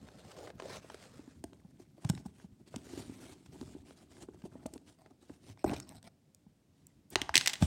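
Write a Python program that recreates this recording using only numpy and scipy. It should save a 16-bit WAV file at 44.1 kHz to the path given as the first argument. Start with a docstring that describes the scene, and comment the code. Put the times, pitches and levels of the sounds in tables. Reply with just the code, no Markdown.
"""Working the snap-on lid off a plastic box

A hand works the lid off a plastic food box on a wooden floor, close to a phone. A sleeve brushes past,
fingers rub, knock and tick until the rim pops free; the lid clatters on the boards of a small room.
Blows are short swelling sines that ring panel modes; hard touches are coloured noise bursts.
Friction is random slips shaped stroke by stroke, and the rim's snaps are decaying sines.
A diffuse noise tail makes the room, over quiet air and the rumble of the hand holding the phone."""
import sys
import numpy as np
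from scipy import signal
from scipy.fft import rfft, irfft
from scipy.io import wavfile
from scipy.ndimage import uniform_filter1d, map_coordinates

SR = 44100
rng = np.random.default_rng(int(sys.argv[2]) if len(sys.argv) > 2 else 0)


def inscribe(sig):
    """Save sig as 16-bit PCM at rate SR to the path in sys.argv[1].

    A 1-D sig is mono; a 2-D sig holds one channel per row.
    Samples are clipped to [-1, 1] before scaling.
    """
    pcm = np.round(np.clip(np.atleast_2d(sig).T, -1, 1) * 32767)
    wavfile.write(sys.argv[1], SR, pcm.astype(np.int16))


N = 337790
TIME = np.arange(N) / SR


def undb(db):
    """Logarithmic level: convert decibels to amplitude gain."""
    return 10 ** (np.asarray(db) / 20)


def unit(x):
    """Normalisation: scale to rms 1."""
    return x / np.sqrt(np.mean(x ** 2))


def add(track, s, sound):
    """Superposition: mix a sound into a track at time s."""
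    start = max(int(s * SR), 0)
    part = sound[:max(N - start, 0)]
    track[start:start + len(part)] += part


def response(points, size=2048):
    """Minimum phase: the causal impulse response of a (frequency [Hz], gain [dB]) spectrum."""
    hz, db = np.transpose(points)
    bins = np.maximum(np.fft.rfftfreq(size, 1 / SR), 1)
    gain_db = np.interp(np.log(bins), np.log(hz), db)
    cepstrum = irfft(np.log(undb(gain_db)))
    # fold the cepstrum onto positive time, which makes the response causal
    cepstrum[1:size // 2] *= 2
    cepstrum[size // 2 + 1:] = 0
    return irfft(np.exp(rfft(cepstrum)))


def colour(x, points):
    """Linear filtering: convolve with the response of a (frequency [Hz], gain [dB]) spectrum."""
    return signal.oaconvolve(x, response(points))[:len(x)]


def band(x, hz, width):
    """Damped resonance: one mode with gain 1 at its centre."""
    hz = min(hz, .45 * SR)
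    w = 2 * np.pi * hz / SR
    a = np.sin(w) * width / hz / 2
    return signal.lfilter([a, 0, -a], [1 + a, -2 * np.cos(w), 1 - a], x)


def ring(x, modes):
    """Modal superposition: the sum of what the modes add when driven by x."""
    return sum(undb(db) * band(x, hz, width) for hz, width, db in modes)


def wander(rate):
    """Random modulation: straight lines between normal random values, at rate values per second."""
    knots = rng.standard_normal(4096)
    return np.interp(TIME * rate, np.arange(len(knots)), knots)


# a blow swells for part of its own cycle; a soft fingertip takes longer (levels in dB)
HARD_DB, HARD_CYCLES, SOFT_DB, SOFT_CYCLES = -31.5, 0.55, -44, 0.79


def thud(db, hz, size=6000):
    """Impact pulse: a sine that swells and dies in a few cycles, the fewer the harder the blow."""
    cycles = hz * np.arange(size) / SR
    swell_cycles = np.interp(db, [SOFT_DB, HARD_DB], [SOFT_CYCLES, HARD_CYCLES])
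    age = cycles / swell_cycles
    return undb(db) * age * np.exp(1 - age) * np.sin(2 * np.pi * cycles)


# each new hold stiffens the panel differently: spread of its pitch [octaves]
GRIP_DETUNE = 0.062
# modes of the lid's flat panel, seated on the box: (frequency [Hz], width [Hz], relative level [dB])
PANEL = [(400, 44, -4), (656.5, 30, 8), (830, 110, 4.5), (1580, 140, 11)]


def gripped(blow):
    """Stiffness tuning: the panel rings along with a blow, its modes shifted by the hold of the moment."""
    stretch = 2 ** (GRIP_DETUNE * rng.standard_normal())
    modes = [(hz * stretch, width, db) for hz, width, db in PANEL]
    return blow + ring(blow, modes)


# the shell gives briefly under every blow, and then the weight behind it settles; dB relative to the blow
SLAP_HZ, SLAP_DB = 817, -18.5
ROCK_HZ, ROCK_DB, ROCK_LAG_S = 72.9, -17, 0.0029
# dull blows on the box, the boards and the phone, level before the panel rings along:
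# (time [s], level [dB], pitch [Hz])
KNOCKS = [(0.622, -38, 412), (.844, -51, 510), (.899, -45, 416), (.9, -46, 900), (0.944, -42.5, 430),
          (1.193, -41, 285), (1.277, -43.5, 266), (1.440, -43.5, 664), (1.441, -35, 292),
          (1.525, -48.5, 298), (1.648, -45, 176), (2.044, -49, 840), (2.05, -24, 133), (2.098, -18.5, 163),
          (2.135, -40, 287), (2.258, -33.5, 202), (2.262, -49.5, 820), (2.444, -41.5, 186),
          (2.741, -42.5, 124), (2.763, -32.5, 230), (2.869, -47, 397), (2.935, -37, 329),
          (2.975, -34.5, 320), (2.993, -41.5, 133), (3.096, -36, 267), (3.556, -46, 297),
          (3.614, -36.5, 245), (3.627, -40, 331), (3.750, -39.5, 285), (3.764, -43, 324),
          (4.234, -44.5, 332), (4.287, -44, 365), (4.439, -37, 199), (4.554, -40.5, 257),
          (4.555, -47.5, 523), (4.657, -32, 242), (4.660, -36, 540), (4.735, -44, 315), (5.301, -39, 292),
          (5.498, -44, 100), (5.6432, -25, 720), (5.644, -24, 326), (5.6472, -22, 340), (5.67, -33.5, 310),
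          (5.675, -42.5, 905), (5.698, -28, 236), (5.704, -44, 720), (5.718, -31.5, 240),
          (5.732, -36.5, 696), (5.733, -30, 335), (6.465, -50, 191), (7.159, -26.5, 363),
          (7.217, -34.5, 282), (7.293, -26, 1034), (7.356, -30.5, 326), (7.377, -37.5, 140),
          (7.614, -28, 134), (7.624, -14, 170), (7.625, -31.5, 595), (7.631, -20, 82)]


def knocks():
    """Impact excitation: a pitched blow with a slap on top rings the panel; a low settling follows."""
    out = np.zeros(N)
    for s, db, hz in KNOCKS:
        blow = thud(db, hz) + undb(SLAP_DB) * thud(db, SLAP_HZ)
        add(out, s, gripped(blow))
        add(out, s + ROCK_LAG_S, undb(ROCK_DB) * thud(db, ROCK_HZ))
    return out


# how hard the hand works the lid, as a gain on its creaks and pats: (time [s], level [dB])
PRESS = [(1.352, -63), (2.0, -70), (2.17, -54), (2.48, -71.5), (2.701, -69), (2.94, -61), (3.15, -54.5),
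         (3.3, -74.5), (3.53, -53), (4.06, -63), (4.64, -58.5), (4.79, -63), (4.98, -75.5), (5.621, -74)]


def pressure():
    """Load control: a gain that follows the hand's work on the lid, zero before and after."""
    s, db = np.transpose(PRESS)
    working = (TIME > s[0]) * (TIME < s[-1])
    return undb(np.interp(TIME, s, db)) * working


def pats(count=70, pat_db=1, scatter_db=5.0, centre_hz=220, spread_octaves=0.44):
    """Random impacts: fingertips pat the lid lightly, as hard as the hand is working."""
    out, effort = np.zeros(N), pressure()
    times = rng.uniform(PRESS[0][0], PRESS[-1][0], count)
    for s, (strength, pitch) in zip(times, rng.uniform(-2, 1.7, (count, 2))):
        pitch_hz = centre_hz * 2 ** (spread_octaves * pitch)
        pat = gripped(thud(pat_db + scatter_db * strength, pitch_hz))
        add(out, s, effort[int(s * SR)] * pat)
    return out


def contact(chatter, db, tilt, swell_ms, points, modes, pivot_hz=3500):
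    """Hard contact: a brief swell of micro-chatter, brighter or duller, wakes the lid's modes."""
    age = 1000 * np.arange(len(chatter)) / SR / max(swell_ms, .1)
    force = age * np.exp(1 - age)
    hz, colour_db = np.transpose(points)
    tilted_db = colour_db + tilt * np.log2(hz / pivot_hz)
    click = colour(force * chatter, np.column_stack([hz, tilted_db]))
    click = click + ring(click, modes)
    return undb(db) * click * np.linalg.norm(force) / np.linalg.norm(click)


# share of its ring, as power, that the shell repeats from touch to touch
ALIKE = .25


def contacts(table, points, modes, size=2048):
    """Modal density: a shell's dense modes answer partly alike at each of a run of hard touches."""
    out, shell = np.zeros(N), rng.standard_normal(size)
    for s, db, tilt, swell_ms in table:
        chatter = np.sqrt(ALIKE) * shell + np.sqrt(1 - ALIKE) * rng.standard_normal(size)
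        add(out, s, contact(chatter, db, tilt, swell_ms, points, modes))
    return out


# nails and rim ridges catching on the plastic:
# (time [s], level [dB], tilt [dB per octave], swell [ms], at least 0.1 when played)
TICKS = [(.086, -49.5, -6.5, 1.2), (.313, -52, -3, 3.5), (.472, -45.5, -6.5, 2.3), (.502, -43, -6.5, 1.12),
         (.5985, -38, -6, 1.5), (.622, -36, -8, 0.47), (.844, -50.5, -12, 1.5), (.899, -42.5, -6.5, 1.6),
         (.944, -44.5, -2.5, 0.9), (1.4395, -43, 3, 0.94), (1.532, -50.5, -6.5, 0.78),
         (2.047, -43.5, -2, 1.5), (2.090, -43, 1.5, 2.8), (2.098, -31, 1.5, 1.15),
         (2.15, -46.5, -1.5, 0.85), (2.176, -47.5, -5.5, 1.3), (2.258, -58, 4.5, 3.8),
         (2.399, -53, -6.5, 0.75), (2.740, -40.5, -11.5, 2.1), (2.760, -40, 0, 1.1),
         (3.459, -58, -2.5, 2.5), (3.613, -37, -4, 0.099), (3.908, -45.5, -8.5, 0.65),
         (4.168, -52.5, -2.5, 0.57), (4.2855, -41, -18, 1.7), (4.419, -57.5, -5, 1.3),
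         (4.526, -57.5, -9.5, 1.5), (4.658, -47, -7.5, 0.94), (4.6615, -46.5, 7, 1.8),
         (4.7365, -47, 4.5, 1.33), (4.778, -53.5, -0.5, 0.82), (5.06, -51, -7.5, 1.4),
         (5.296, -45.5, -12.5, 0.79), (5.574, -54, -7, 0.89), (5.6415, -47, 3.5, 2.5),
         (5.682, -45, -7.5, 0.35), (5.6952, -34, -7, 0.51), (5.7035, -41, -6, 0.72),
         (5.7125, -46, -2.5, 0.93), (5.732, -45, -3.5, 5.7), (5.8003, -38, 3, 0.75),
         (5.892, -37.5, 5.5, 0.068), (6.028, -51, 0, 0.54), (6.347, -51.5, 6.5, 0.63),
         (6.868, -48.5, 13, 0.68), (7.102, -48.5, 23, 2), (7.6225, -33, -3, 1.9)]
# spectrum of a tick before its tilt: (frequency [Hz], relative level [dB])
TICK_COLOUR = [(60, -72.5), (300, -3.5), (800, 5.5), (2000, 5.5), (3100, 6), (6500, 4.5), (8500, 7),
               (10500, -6), (15500, -15)]


def ticks(panel_db=-13):
    """Damping by contact: while the lid is held its rim is damped and only the panel answers, lightly."""
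    modes = [(hz, width, db + panel_db) for hz, width, db in PANEL]
    return contacts(TICKS, TICK_COLOUR, modes)


# after each strike the opposite edge slaps down; hard strikes lose more of their force to flexing
# lag [s], level [dB], growth [dB per dB of the strike], tilt added [dB per octave]
REBOUND_S, REBOUND_DB, REBOUND_GROWTH, REBOUND_TILT_DB = 0.0044, -17, 0.81, -1
# the thrown lid striking the boards: (time [s], level [dB], tilt [dB per octave], swell [ms])
CLATTER = [(7.1567, -14.5, -5.5, 0.5), (7.2164, -23, -3, 0.55), (7.2926, -33, -3, 0.22),
           (7.3405, -30.5, -3.5, 3.1), (7.3547, -11, -1.5, 0.9), (7.3636, -25, -1, 0.48),
           (7.3677, -9.5, -3, 0.26), (7.378, -10, 3, .34), (7.4106, -23.5, -3, 0.47),
           (7.4598, -23.5, -2, 1.1), (7.4743, -10.5, -2.5, 0.18), (7.4775, -22, 0, 0.79),
           (7.4912, -39, -1, 1.1), (7.496, -29, -1.5, .8), (7.502, -38, -4, .8), (7.5325, -32.5, -2, 1.8),
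           (7.537, -29.5, -3.5, 0.64), (7.5548, -38.5, -4.5, 0.83)]
# spectrum of a strike on the boards before its tilt: (frequency [Hz], relative level [dB])
BOARD_HIT = [(60, -28.5), (500, -14), (800, -6.5), (1300, -8), (1800, -0.5), (2800, 5), (5000, 5.5),
             (6700, -0.5), (7900, 3), (10200, -8.5), (15000, -12)]
# modes of the stiff rim: (frequency [Hz], width [Hz], relative level [dB])
RIM = [(1820, 82, -3), (1990, 180, 3.5), (2790, 250, -7.5)]


def clatter():
    """Repeated impact: the free lid strikes and rattles, rim ringing, with a slightly duller rebound each."""
    rebounds = []
    for s, db, tilt, swell_ms in CLATTER:
        rebound_db = REBOUND_DB + REBOUND_GROWTH * db
        rebounds.append((s + REBOUND_S, rebound_db, tilt + REBOUND_TILT_DB, swell_ms))
    return contacts(CLATTER + rebounds, BOARD_HIT, RIM)


# the rim snapping, ringing briefly on a note of its own:
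# (time [s], starting level [dB], pitch [Hz], time to fall 60 dB [ms])
SNAPS = [(5.696, -31, 2630, 5.8), (5.762, -48, 2440, 59), (7.3411, -20, 1750, 19), (7.4105, -24, 1610, 12)]


def snaps(size=4000):
    """Free decay: the rim's note swells within a cycle and then dies exponentially."""
    out, t = np.zeros(N), np.arange(size) / SR
    for s, db, hz, ring_ms in SNAPS:
        decay = undb(db - 60 * 1000 * t / ring_ms)
        onset = np.minimum(hz * t, 1)
        add(out, s, decay * onset * np.sin(2 * np.pi * hz * t))
    return out


def slips(rate, spread_db, smooth):
    """Stick-slip friction: many tiny slips of uneven size (rate per second) over a smooth hiss."""
    happens = rng.random(N) < rate / SR
    sizes = undb(spread_db * np.minimum(rng.exponential(size=N), 4))
    signs = rng.choice([-1, 1], N)
    return unit(happens * sizes * signs) + smooth * rng.standard_normal(N)


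def patchy(points):
    """Position-dependent response: the shell favours slightly other pitches at every place touched."""
    count, patchy_db = 90, 1.8
    hz, db = np.transpose(points)
    grid = np.geomspace(hz[0], hz[-1], count)
    smooth_db = np.interp(np.log(grid), np.log(hz), db)
    return np.column_stack([grid, smooth_db + patchy_db * rng.standard_normal(count)])


ARCH_DB = 3.5  # a stroke is fastest near its middle: fall towards either end
UNEVEN_DB, UNEVEN_RATE = 3, 26  # a hand never slides at a steady speed: dB, changes per s
# low rumble under sliding and grip: (frequency [Hz], relative level [dB])
RUMBLE = [(20, -48.5), (40, -7), (60, 6), (200, 3.5), (300, 1), (500, -30), (16000, -47)]


def sliding(strokes, hiss_colour, body_colour, force, rumble_db, jerk_db, jerk_rate, edge_s, arch_db=ARCH_DB):
    """Sliding friction: the uneven speed of each stroke drives surface hiss, body tone and some rumble."""
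    out = np.zeros(N)
    jerks_db, uneven_db = jerk_db * wander(jerk_rate), UNEVEN_DB * wander(UNEVEN_RATE)
    for start, end, hiss_db, body_db, rise_db in strokes:
        begin = max(start - edge_s / 2, 0)
        span = slice(int(begin * SR), int((max(start, end) + edge_s / 2) * SR))
        push, jerks, t = force[span], jerks_db[span], TIME[span]
        moving = np.clip(np.minimum(t - start, end - t) / edge_s + .5, 0, 1)
        way = np.linspace(-.5, .5, len(t))
        speed_db = rise_db * way - arch_db * (2 * way) ** 2 + uneven_db[span]
        speed = moving * undb(speed_db)
        # sticking shakes the body more than it changes the hiss
        hiss = unit(colour(push * undb(jerks / 2), patchy(hiss_colour)))
        body = unit(colour(push * undb(jerks), body_colour))
        body = body + undb(rumble_db) * unit(colour(push, RUMBLE))
        add(out, begin, speed * (undb(hiss_db) * hiss + undb(body_db) * body))
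    return out


RUB_BODY_DB = 4  # panel tone under a slide, relative to its hiss
# fingers sliding to a new hold, level before a 0.5 dB lift:
# (start [s], end [s], skin hiss [dB], rise over the slide [dB])
RUB = [(1.802, 1.839, -69, -17), (2.009, 2.185, -66.5, -1.5), (2.337, 2.466, -73, -2),
       (2.67, 2.693, -62.5, -13), (2.711, 2.847, -67, -1), (2.845, 3.15, -59.5, -4.5),
       (3.156, 3.334, -61.5, 5.5), (3.323, 3.546, -72.5, -9.5), (3.563, 3.748, -66.5, 10),
       (3.853, 3.943, -68.5, -7), (3.966, 4.038, -69.5, 3), (4.102, 4.194, -70.5, -5),
       (4.21, 4.245, -60.5, -15), (4.869, 4.95, -69.5, -14), (5.211, 5.274, -72.5, -14),
       (5.282, 5.38, -72, -11), (5.4, 5.531, -67.5, 21), (6.723, 7.069, -83, -2), (7.118, 7.151, -58, -11),
       (7.612, 7.66, -48, 1.5)]
# spectrum of skin hiss on plastic: (frequency [Hz], relative level [dB])
RUB_HISS = [(600, -15), (1200, 5.5), (3000, 7), (6500, 3.5), (9000, 5.5), (11000, -6), (15500, -13)]
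# spectrum of the panel tone under the fingers: (frequency [Hz], relative level [dB])
RUB_BODY = [(150, -12.5), (270, 4), (360, 5), (490, -10), (650, -6.5), (1000, -16.5), (1600, -40.5),
            (3000, -74)]


def rubbing():
    """Skin friction: fingers creep over the lid, feeling for a hold, and excite hiss and panel tone."""
    force = slips(rate=600, spread_db=1.0, smooth=1.0)
    slides = [(start, end, db, db + RUB_BODY_DB, rise_db) for start, end, db, rise_db in RUB]
    slid = sliding(slides, RUB_HISS, RUB_BODY, force, rumble_db=-3.5, jerk_db=2.0, jerk_rate=98, edge_s=0.027)
    return undb(0.5) * slid


CREAK_DB, CREAK_HISS_DB = -2.5, -18  # panel tone and hiss, relative to PRESS


def creaking():
    """Stick-slip under load: the gripped panel sticks and slips, louder the harder it is pressed."""
    force = slips(rate=650, spread_db=1.5, smooth=1.0)
    hold = [(PRESS[0][0], PRESS[-1][0], CREAK_HISS_DB, CREAK_DB, 0)]
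    # the negative arch makes the long hold louder towards both ends
    creak = sliding(hold, RUB_HISS, RUB_BODY, force, rumble_db=-1.5, jerk_db=11.5, jerk_rate=55,
                    edge_s=0.029, arch_db=-4.5)
    return pressure() * creak


# the lid's edge dragging over the lip of the box, levels before a 1.3 dB lift:
# (start [s], end [s], hiss [dB], panel body [dB], rise over the drag [dB])
SCRAPES = [(4.52, 4.69, -82, -61, 6), (4.985, 5.08, -71.5, -64.5, -1), (5.585, 5.635, -66, -69, -8),
           (5.655, 5.73, -57, -40.5, 0), (5.73, 5.746, -50, -39, 3), (5.76, 5.78, -52.5, -58, -30),
           (5.78, 5.87, -65, -74, -26), (5.87, 5.995, -65, -61, -2), (6.035, 6.085, -63.5, -66, 4.5)]
# spectrum of the scraping hiss: (frequency [Hz], relative level [dB])
SCRAPE_HISS = [(600, 6), (1400, 3), (2100, 4.5), (2900, -1), (3700, 1.5), (5400, 2.5), (7300, -9),
               (8400, 3.5), (10000, -7), (15500, -16.5)]
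# spectrum of the panel body under a scrape: (frequency [Hz], relative level [dB])
SCRAPE_BODY = [(150, -1.5), (300, 2), (480, -14), (670, 4.5), (1000, -8.5), (1600, -17), (2300, -21),
               (3500, -29), (12000, -55.5)]


def scraping():
    """Edge friction: the lid judders across the lip of the box, slips of uneven size driving its body."""
    force = slips(rate=470, spread_db=3.0, smooth=0.81)
    judder = sliding(SCRAPES, SCRAPE_HISS, SCRAPE_BODY, force, rumble_db=-4, jerk_db=4.5, jerk_rate=110,
                     edge_s=.015)
    return undb(1.3) * judder


# sweeps of the sleeve, levels before a 1.2 dB lift:
# (start [s], end [s], fibre hiss [dB], cloth body [dB], rise over the sweep [dB])
SLEEVE = [(0, .335, -65.5, -64.5, 6), (.345, .515, -62.5, -54.5, -7), (.585, .64, -61, -60, -4),
          (.635, .72, -65, -57, -6), (.69, .785, -51, -55, 1.5), (.81, .99, -62.5, -72, 2.5),
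          (.99, 1.38, -67, -69.5, -11)]
# spectrum of the fibre hiss: (frequency [Hz], relative level [dB])
SLEEVE_HISS = [(700, 1), (1200, 6), (1600, 4), (2300, -1.5), (3400, -2.5), (5000, -2), (7400, -6.5),
               (8400, -6.5), (10500, -13.5), (15500, -25)]
# spectrum of the cloth body: (frequency [Hz], relative level [dB])
SLEEVE_BODY = [(200, -35), (350, 13), (520, 14.5), (800, 7.5), (1150, -2.5), (2500, -32)]


def sleeve():
    """Fibre friction: knitted cloth drags past the phone in many small slips."""
    force = slips(rate=700, spread_db=2.6, smooth=1.0)
    swept = sliding(SLEEVE, SLEEVE_HISS, SLEEVE_BODY, force, rumble_db=-6.5, jerk_db=2.5, jerk_rate=120,
                    edge_s=0.047)
    return undb(1.2) * swept


def flutter(x, depth_db, rate, per_octave=5, size=512):
    """Moving excitation: as the point of contact moves, narrow resonances come and go."""
    hz, s, bands = signal.stft(x, SR, nperseg=size)
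    # read a random map along frequency (in steps per octave) and time (in steps per second)
    places = np.meshgrid(per_octave * np.log2(1 + hz / hz[2]), rate * s, indexing="ij")
    drift = map_coordinates(rng.standard_normal((size, size)), places, order=1, mode="mirror")
    gains = undb(depth_db * drift)
    return signal.istft(bands * unit(gains), SR, nperseg=size)[1][:N]


def grit(friction, snag_db, centre_hz, count, scatter_db=2.0, size=700):
    """Asperity impacts: snags ring for a few cycles, as strong as the rubbing under way."""
    out = np.zeros(N)
    effort = np.sqrt(uniform_filter1d(friction ** 2, size=size).clip(0))
    for when, pitch, luck in rng.uniform(.02, 1, (count, 3)):
        hz = centre_hz * 2 ** (2 * pitch - 1)
        turns = hz * np.arange(size) / SR
        strength = effort[int(when * N)] * undb(snag_db - scatter_db * np.log(luck))
        add(out, when * N / SR, strength * turns * np.exp(1 - turns) * np.sin(2 * np.pi * turns))
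    return out


# colour of the room's tail: (frequency [Hz], gain [dB])
ROOM_COLOUR = [(40, 6.5), (120, 8), (350, 6.5), (500, -3), (800, 2.5), (2000, -8.5), (5000, -6.5),
               (9000, -7.5), (15000, -13.5)]


def room(x, t60_low=0.55, t60_high=0.43, split_hz=2500, gap_s=0.00097, size=26000):
    """Diffuse reverberation: the decaying noise tail of a small furnished room, treble dying sooner."""
    t = np.arange(size) / SR
    noise = rng.standard_normal(size)
    low = signal.sosfilt(signal.butter(2, split_hz, fs=SR, output="sos"), noise)
    tail = low * undb(-60 * t / t60_low) + (noise - low) * undb(-60 * t / t60_high)
    tail = tail * np.minimum(t / gap_s, 1) ** 2
    return signal.oaconvolve(x, colour(tail / np.linalg.norm(tail), ROOM_COLOUR))[:N]


QUIET_DB = -70.5  # rms level of the room air
# spectrum of the quiet room air: (frequency [Hz], relative level [dB])
QUIET = [(25, -37.5), (60, -8.5), (150, 6), (350, -6), (500, -9), (750, -16), (1200, -23), (4000, -25),
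         (8500, -27), (11000, -32.5), (16000, -34.5)]
# faint rumble of the hand that holds the phone, before its drift and a 0.5 dB cut: (time [s], level [dB])
GRIP = [(0.0, -62), (2.86, -69), (5.95, -75.5), (6.42, -72.5), (7.66, -66)]


def background():
    """Stationary and modulated noise: quiet room air, and the drifting rumble of the hand-held phone."""
    s, db = np.transpose(GRIP)
    grip_db = np.interp(TIME, s, db) + 6.2 * wander(36)
    grip = undb(grip_db) * unit(colour(rng.standard_normal(N), RUMBLE))
    air = undb(QUIET_DB) * unit(colour(rng.standard_normal(N), QUIET))
    return undb(-0.5) * grip + air


# the lid lands nearby and skids off into the room: its level into the reverberation, and the time taken
LANDING_ROOM_DB, AWAY_ROOM_DB, SKID_S = -8, -7, 0.13


def scene():
    """Direct-to-reverberant balance: close handling is nearly dry; the thrown lid fills the room."""
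    blows, clicks, lid = knocks() + pats(), ticks() + snaps(), clatter()
    cloth, skin, creak = sleeve(), rubbing(), creaking()
    friction = flutter(cloth + skin + creak, depth_db=2.5, rate=42)
    friction = friction + flutter(scraping(), depth_db=6.0, rate=35)
    # snags on threads and ridges, then brighter ones on tape
    ridges = grit(cloth + skin + creak, snag_db=-7, centre_hz=1097, count=480)
    tape = grit(skin + creak, snag_db=-6, centre_hz=6080, count=300)
    lid_room_db = np.interp(TIME - CLATTER[0][0], [0, SKID_S], [LANDING_ROOM_DB, AWAY_ROOM_DB])
    handling_send = undb(-21.0) * blows + undb(-11.5) * clicks + undb(-17) * friction
    reverb = room(handling_send + undb(lid_room_db) * lid)
    return (blows + clicks + lid + friction + ridges + tape + reverb + background())[None]


TOP_HZ = 16000


def record(dry, low_cut_hz=56):
    """Band limiting: the phone thins the deep bass and cuts the top."""
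    thin = signal.sosfilt(signal.butter(2, low_cut_hz, "high", fs=SR, output="sos"), dry)
    return signal.sosfilt(signal.ellip(8, .2, 70, TOP_HZ, fs=SR, output="sos"), thin)


dry = scene()
out = record(dry)
inscribe(out)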